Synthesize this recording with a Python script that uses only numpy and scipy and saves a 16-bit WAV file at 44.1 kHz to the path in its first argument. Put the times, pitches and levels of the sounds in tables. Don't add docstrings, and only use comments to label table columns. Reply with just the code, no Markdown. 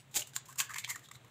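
import sys
import numpy as np
from scipy import signal
from scipy.fft import rfft, irfft, next_fast_len
from scipy.io import wavfile
from scipy.ndimage import map_coordinates

SR = 44100
rng = np.random.default_rng(int(sys.argv[2]) if len(sys.argv) > 2 else 0)


def file_out(sig):
    cols = np.atleast_2d(sig).T
    lim = np.clip(cols, -1, 1)
    pcm = np.round(lim * 32767).astype(np.int16)
    wavfile.write(sys.argv[1], SR, pcm)


def gain_from_db(level_db):
    decades = np.asarray(level_db, float) / 20
    return 10 ** decades


N = 57330
TIME = np.arange(N) / SR


def unit(x):
    return x / np.sqrt(np.mean(x ** 2) + 1e-20)


def along(points, hz):
    f, v = np.transpose(points)
    return np.interp(np.log(hz + 1), np.log(f + 1), v)


def filtered(x, response):
    m = next_fast_len(len(x) + 8192)
    return irfft(rfft(x, m) * response(np.fft.rfftfreq(m, 1 / SR)), m)[:len(x)]


def causal(points):
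    def response(hz):
        cepstrum = irfft(np.log(gain_from_db(along(points, hz))))
        half = len(cepstrum) // 2
        cepstrum[1:half] *= 2
        cepstrum[half + 1:] = 0
        return np.exp(rfft(cepstrum))
    return response


def resonance(hz, centre_hz, width_hz):
    return 1j * hz * width_hz / (centre_hz ** 2 - hz ** 2 + 1j * hz * width_hz)


def without_lows(x, corner_hz):
    return filtered(x, lambda f: (1j * f / (corner_hz + 1j * f)) ** 2)


def coloured_noise(points):
    return unit(filtered(rng.standard_normal(N), lambda f: gain_from_db(along(points, f))))


def swell(s, rise, fall, hold=0):
    ms = (TIME - s) * 1000
    return gain_from_db(np.minimum(0, 20 * np.minimum(ms / rise, (hold - ms) / fall)))


def wobble(rate):
    knots = rng.standard_normal(int(N * rate / SR) + 4)
    return map_coordinates(knots, [np.arange(N) * rate / SR])


# (frequency [Hz], level [dB per Hz])
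AIR = [(120, -24), (200, -3.5), (500, -9.5), (1100, -11.5), (3800, -16), (5000, -28.5), (7500, -20.5),
       (10000, -31), (15800, -31.5)]
# (frequency [Hz], level [dB per Hz])
DRONE = [(12, -50), (25, -30), (45, -22), (80, -13.5), (108, -4.5), (127, 4.5), (146, -1), (180, -15),
         (230, -30), (400, -90)]


def background():
    air = gain_from_db(-65.5 + 1.27 * wobble(13.24)) * coloured_noise(AIR)
    drone = gain_from_db(-62 + 0.71 * wobble(6.7)) * coloured_noise(DRONE)
    return air + drone


# (frequency [Hz], t60 [s])
ROOM_DECAY = [(500, 0.24), (3000, 0.27), (8000, 0.16), (14000, 0.069)]


def kitchen(x):
    hz, t, z = signal.stft(rng.standard_normal(SR // 3), SR, nperseg=128)
    decay = gain_from_db(-60 * t / along(ROOM_DECAY, hz)[:, None])
    tail = signal.istft(z / abs(z) * decay, SR, nperseg=128)[1]
    delayed = np.pad(x, (60, 0))
    return signal.fftconvolve(delayed, tail / np.linalg.norm(tail))[:N]


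# (frequency [Hz], level [dB], t60 [s])
RIM_MODES = [(6500, -75, .09), (6950, -70, .1), (7983, -61, .13), (9711, -68, .14), (11165, -72, .07),
             (14293, -76, .12)]


def rim():
    ring = np.zeros(N)
    for hz, db, t60 in RIM_MODES:
        level = gain_from_db(db - 60 * TIME / t60 + 2.74 * wobble(97))
        ring += level * np.sin(2 * np.pi * (hz * TIME + rng.random()))
    echo = unit(filtered(rng.standard_normal(N), lambda f: gain_from_db(along(SHELL, f)) / (1 + (f / 8000) ** 4)))
    return ring + gain_from_db(-62 - 60 * TIME / 0.14) * echo


# (time [s], level [dB rms], rise [ms per 20 dB], fall [ms per 20 dB])
SQUASHES = [
    (0.1653, -46.5, 26, 68),
    (0.52, -80, 10, 15),
    (0.33, -69.5, 4.1, 81),
    (.904, -62, 10, 30),
    (0.42, -80, 11, 27),
]
# (frequency [Hz], level [dB])
SQUASH_TONE = [(170, -13), (295, -8.5), (440, -8), (610, -11), (850, -3.5), (1200, -44)]


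def squash():
    push = sum(gain_from_db(db) * swell(s, rise, fall) for s, db, rise, fall in SQUASHES)
    return coloured_noise(SQUASH_TONE) * push


# (time [s], level [dB rms], rise [ms per 20 dB], fall [ms per 20 dB], pitch [Hz])
FILMS = [(0.163, -48.5, 19, 23, 840), (0.186, -52, 18, 61, 615), (.18, -58, 7.8, 22, 350),
         (.899, -41.5, 12, 19, 1990), (0.95, -48, 9.1, 32, 1900), (.761, -52, 5, 37, 1800),
         (.615, -49, 12, 25, 1600), (1.182, -65.5, 9, 18, 1200), (.914, -44.5, 23, 28, 2080)]


def films():
    out = np.zeros(N)
    for s, db, rise, fall, hz in FILMS:
        level = gain_from_db(db + 3.5 + 3 * wobble(150)) * swell(s, rise, fall)
        pitch = hz * (1 + 0.04 * wobble(120))
        out += level * np.sin(2 * np.pi * np.cumsum(pitch) / SR)
    return out


def fractures():
    per_s, spread_db, blur, clump_db = 8000, 3, 0.79, 1.05
    clicks = (rng.random(N) < per_s / SR) * rng.choice([-1, 1], N)
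    clicks = clicks * gain_from_db(spread_db * rng.standard_normal(N))
    grains = unit(clicks) + blur * rng.standard_normal(N)
    return unit(grains * gain_from_db(clump_db * wobble(350)))


# (time [s], level [dB rms], rise [ms per 20 dB], fall [ms per 20 dB], pitch [Hz])
CREAKS = [(0.171, -39.5, 22.4, 13, 3760), (0.222, -39, 1.75, 7.5, 3010), (0.489, -49.5, 7.9, 41, 1117),
          (.514, -61.5, 54, 21, 1550), (0.589, -42.5, 8.1, 39, 2560), (0.598, -40, 22, 45, 1145),
          (0.604, -38.5, 22, 44, 1614), (1.1137, -48.5, 2, 7.8, 1174), (0.706, -44.5, 31, 49, 1250),
          (.705, -44.5, 31, 57, 1640), (0.757, -41, 1.8, 29, 1125), (0.762, -44, 13, 49, 2100),
          (0.786, -45, 3.2, 17, 3780), (0.84, -46, 10.5, 22, 2210), (0.844, -45, 6, 28, 3400),
          (0.88, -45, 5.2, 33, 1083), (0.901, -43, 11, 22, 1090), (0.905, -44, 41, 41, 1990),
          (0.959, -45, 5, 11, 1224), (0.3652, -47, 1.1, 23, 1128), (1.029, -62.5, 27, 44, 1840),
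          (1.058, -62.5, 46, 32, 3480), (1.088, -49, 1.5, 6.9, 1220), (1.153, -61.5, 23, 21, 3680)]


def creaks():
    grit = fractures()
    width = 0.14
    out = np.zeros(N)
    for s, db, rise, fall, hz in CREAKS:
        rub = 8 * gain_from_db(db) * swell(s, rise, fall) * grit
        out += filtered(rub, lambda f: resonance(f, hz, width * hz) * resonance(f, hz, 3 * width * hz))
    return out


# (time [s], peak level [dB], pitch [Hz], t60 [s])
PINGS = [(0.2208, -31, 2990, 0.013), (0.3633, -29.5, 1590, 0.0074), (0.3645, -48, 1018, 0.013),
         (0.3338, -52, 1560, 0.017), (.6025, -22, 2560, .006), (.6025, -26, 3500, .005),
         (.8408, -40, 4040, 0.019), (.846, -29.5, 2320, 0.013), (.846, -38, 3600, 0.0067),
         (0.877, -45, 1070, .04), (0.9581, -39.5, 1810, 0.017), (1.087, -49.5, 1247, .03),
         (1.087, -52.5, 3770, 0.037), (1.1125, -43.5, 1198, 0.027), (1.1132, -47.5, 1960, 0.018),
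         (1.1135, -46, 3560, 0.016), (1.1493, -50.5, 1410, 0.015), (1.149, -56, 3730, .02),
         (1.1555, -48, 2200, 0.012), (1.155, -49, 3960, 0.019), (1.165, -54, 1160, 0.022),
         (1.2466, -52, 1070, .025), (1.2474, -56.5, 1960, .02)]


def pings():
    out, t = np.zeros(N + SR), np.arange(4096) / SR
    for s, db, hz, t60 in PINGS:
        out[round(s * SR):][:len(t)] += gain_from_db(db - 60 * t / t60) * np.sin(2 * np.pi * hz * t)
    return without_lows(out[:N], 500)


# (time [s], peak level [dB], width [samples])
BREAKS = [(.143, -26, 4.5), (0.159, -30, 3), (.1612, -20, 4.4), (0.1654, -14, 3.3), (0.1692, -33, 6),
          (0.1695, -26, 4), (.1752, -35, 4.7), (0.1944, -28, 4.5), (0.201, -32, 4), (.2074, -33, 2.9),
          (0.2198, -42, 6.5), (0.226, -33, 4), (0.361, -33, 3.1), (0.3636, -13, 4.8), (0.586, -33, 4),
          (0.6025, -11, 7), (0.7441, -21, 5.4), (0.7576, -32, 8), (0.784, -21, 6.4), (0.8465, -18.5, 7.4),
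          (0.891, -27, 4.4), (.899, -36, 4.9), (.9042, -21, 5.6), (1.087, -44, 5), (1.115, -43, 7.6),
          (1.1555, -49, 4.4), (1.2456, -61, 3.9)]


def breaks():
    out, sample = np.zeros(N + SR), np.arange(2048)
    for s, db, width in BREAKS:
        phase = np.clip((sample + 1) / (width + 1), 0, 1)
        out[round(s * SR):][:len(sample)] += gain_from_db(db) * np.sin(np.pi * phase) ** 2
    return filtered(2 * out[:N], causal(SHELL))


# (time [s], peak level [dB], hollow ring [dB], hollow pitch [Hz], length [s per 20 dB])
EARLY_SNAPS = [(.1115, -44, -6, 1030, 0.0065), (.1425, -32, -2.5, 3530, 0.0095),
               (.1925, -18, -22, 3450, 0.0075), (.2065, -21, -33, 3120, 0.0059),
               (.2245, -28, -18, 2950, 0.0059), (.2705, -32, -0.5, 1220, 0.0077),
               (.3345, -42.5, 7, 3570, 0.0038), (.3415, -39.5, 1, 3470, 0.0033),
               (.3626, -16.5, -13, 4230, 0.0065), (.4575, -41, -12, 1030, 0.0083),
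               (.4843, -41, 2, 1060, 0.0094), (.5255, -34.5, -1, 1610, 0.0071),
               (.5565, -34.5, 4.5, 1100, 0.0075), (.6022, -17, -7, 3030, 0.014)]
# (time [s], peak level [dB], hollow ring [dB], hollow pitch [Hz], length [s per 20 dB])
LATE_SNAPS = [(.6925, -41, 14, 1530, 0.0095), (.7366, -42.5, 17, 1920, 0.0077),
              (.7418, -30.5, 9, 1940, 0.0073), (.7575, -32, 6, 1840, 0.0074),
              (.7615, -28.5, 5.5, 2020, 0.0068), (.7835, -22.5, 6.5, 2040, 0.0058),
              (.8002, -32, -17, 2300, 0.0072), (.8406, -48, 2, 3900, .005),
              (.8455, -24.5, -10, 2410, 0.0055), (.8768, -32.5, -8, 2060, 0.0071),
              (.9572, -29.5, 1.5, 1760, 0.0085), (.9925, -39, 0, 1970, 0.0052),
              (1.0395, -44, -7, 3530, .005), (1.0866, -44, -4.5, 3600, 0.0072),
              (1.1124, -33.5, 0, 2050, 0.0077), (1.1355, -54, -5, 4040, 0.005),
              (1.1546, -47, -3, 3700, 0.0043), (1.2463, -45, -10, 1070, 0.0068),
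              (1.2805, -51, -2, 1950, 0.0049)]


def snaps():
    rise_s, ring_width = 0.0012, 0.16
    dry, rung, t = np.zeros(N + SR), np.zeros(N + SR), np.arange(2048) / SR
    for s, db, ring_db, hz, length in list(EARLY_SNAPS) + list(LATE_SNAPS):
        start = round(s * SR)
        envelope = gain_from_db(-20 * t / length) * (1 - np.exp(-t / rise_s))
        burst = 0.45 * rng.standard_normal(len(t)) * envelope
        ring = filtered(burst, lambda f: resonance(f, hz, ring_width * hz))
        dry[start:][:len(t)] += gain_from_db(db) * burst
        rung[start:][:len(t)] += 4 * gain_from_db(db + ring_db) * ring
    return filtered(2 * dry[:N], causal(SHELL)) + without_lows(rung[:N], 600)


# (start of peak [s], level [dB rms], rise [ms per 20 dB], hold [ms], fall [ms per 20 dB])
TEARS = [(.116, -64.5, 0, 14, 20), (0.149, -44, 3, 11, 33), (0.162, -26, 13.5, 12.8, 19.5),
         (.195, -41, 3, 10.6, 37), (0.274, -58.5, 27, 19, 38), (.337, -72, 10, 8.2, 20),
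         (0.36, -39, 14.5, 3.5, 23), (0.458, -55.5, 8, 5.6, 18), (.488, -53, 10.5, 18, 58),
         (.579, -48, 4, 5.3, 7), (0.588, -30.5, 8, 9.9, 12), (.597, -38, 4, 5, 9),
         (0.608, -35, 16, 5.6, 25), (.641, -56.5, 23, 24, 28), (0.704, -47.5, 8, 6.6, 41),
         (.791, -42, 37, 7.2, 15), (.816, -60.5, 24, 42, 34), (0.887, -51.5, 19, 7.3, 10),
         (0.898, -35.5, 13, 9, 27.5), (.931, -59, 18, 41, 38), (.993, -67, 2, 4.1, 15),
         (1.041, -60, 42, 17.5, 30.5), (1.136, -62.5, 13, 12, 20), (1.153, -60.5, 12, 12, 14)]
# (frequency [Hz], level [dB])
SHELL = [(310, -56), (920, -21.5), (2600, -10), (4900, -11.5), (9700, -15), (13400, -11), (15100, -10),
         (15900, -39)]


def tearing():
    force = sum(gain_from_db(db) * swell(s, rise, fall, hold) for s, db, rise, hold, fall in TEARS)
    return filtered(2 * force * fractures(), causal(SHELL))


def microphone_port(x):
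    def response(f):
        port = gain_from_db(13) * resonance(f, 7380, 850)
        seam = gain_from_db(0.5) * resonance(f, 6880, 470)
        return 1 + port + seam
    return filtered(x, response)


def scene():
    egg = tearing() + creaks() + snaps() + breaks() + pings()
    egg = egg + gain_from_db(-12.5) * kitchen(egg)
    return (microphone_port(egg) + squash() + rim() + background() + films())[None]


def low_pass(x):
    return signal.sosfilt(signal.butter(12, 16510, fs=SR, output="sos"), x)


def record(dry):
    top_hz, top_db = 15750, -38
    mix = filtered(dry[0], lambda f: np.where(f < top_hz, 1, gain_from_db(top_db)))[None]
    return low_pass(mix)


dry = scene()
out = record(dry)
file_out(out)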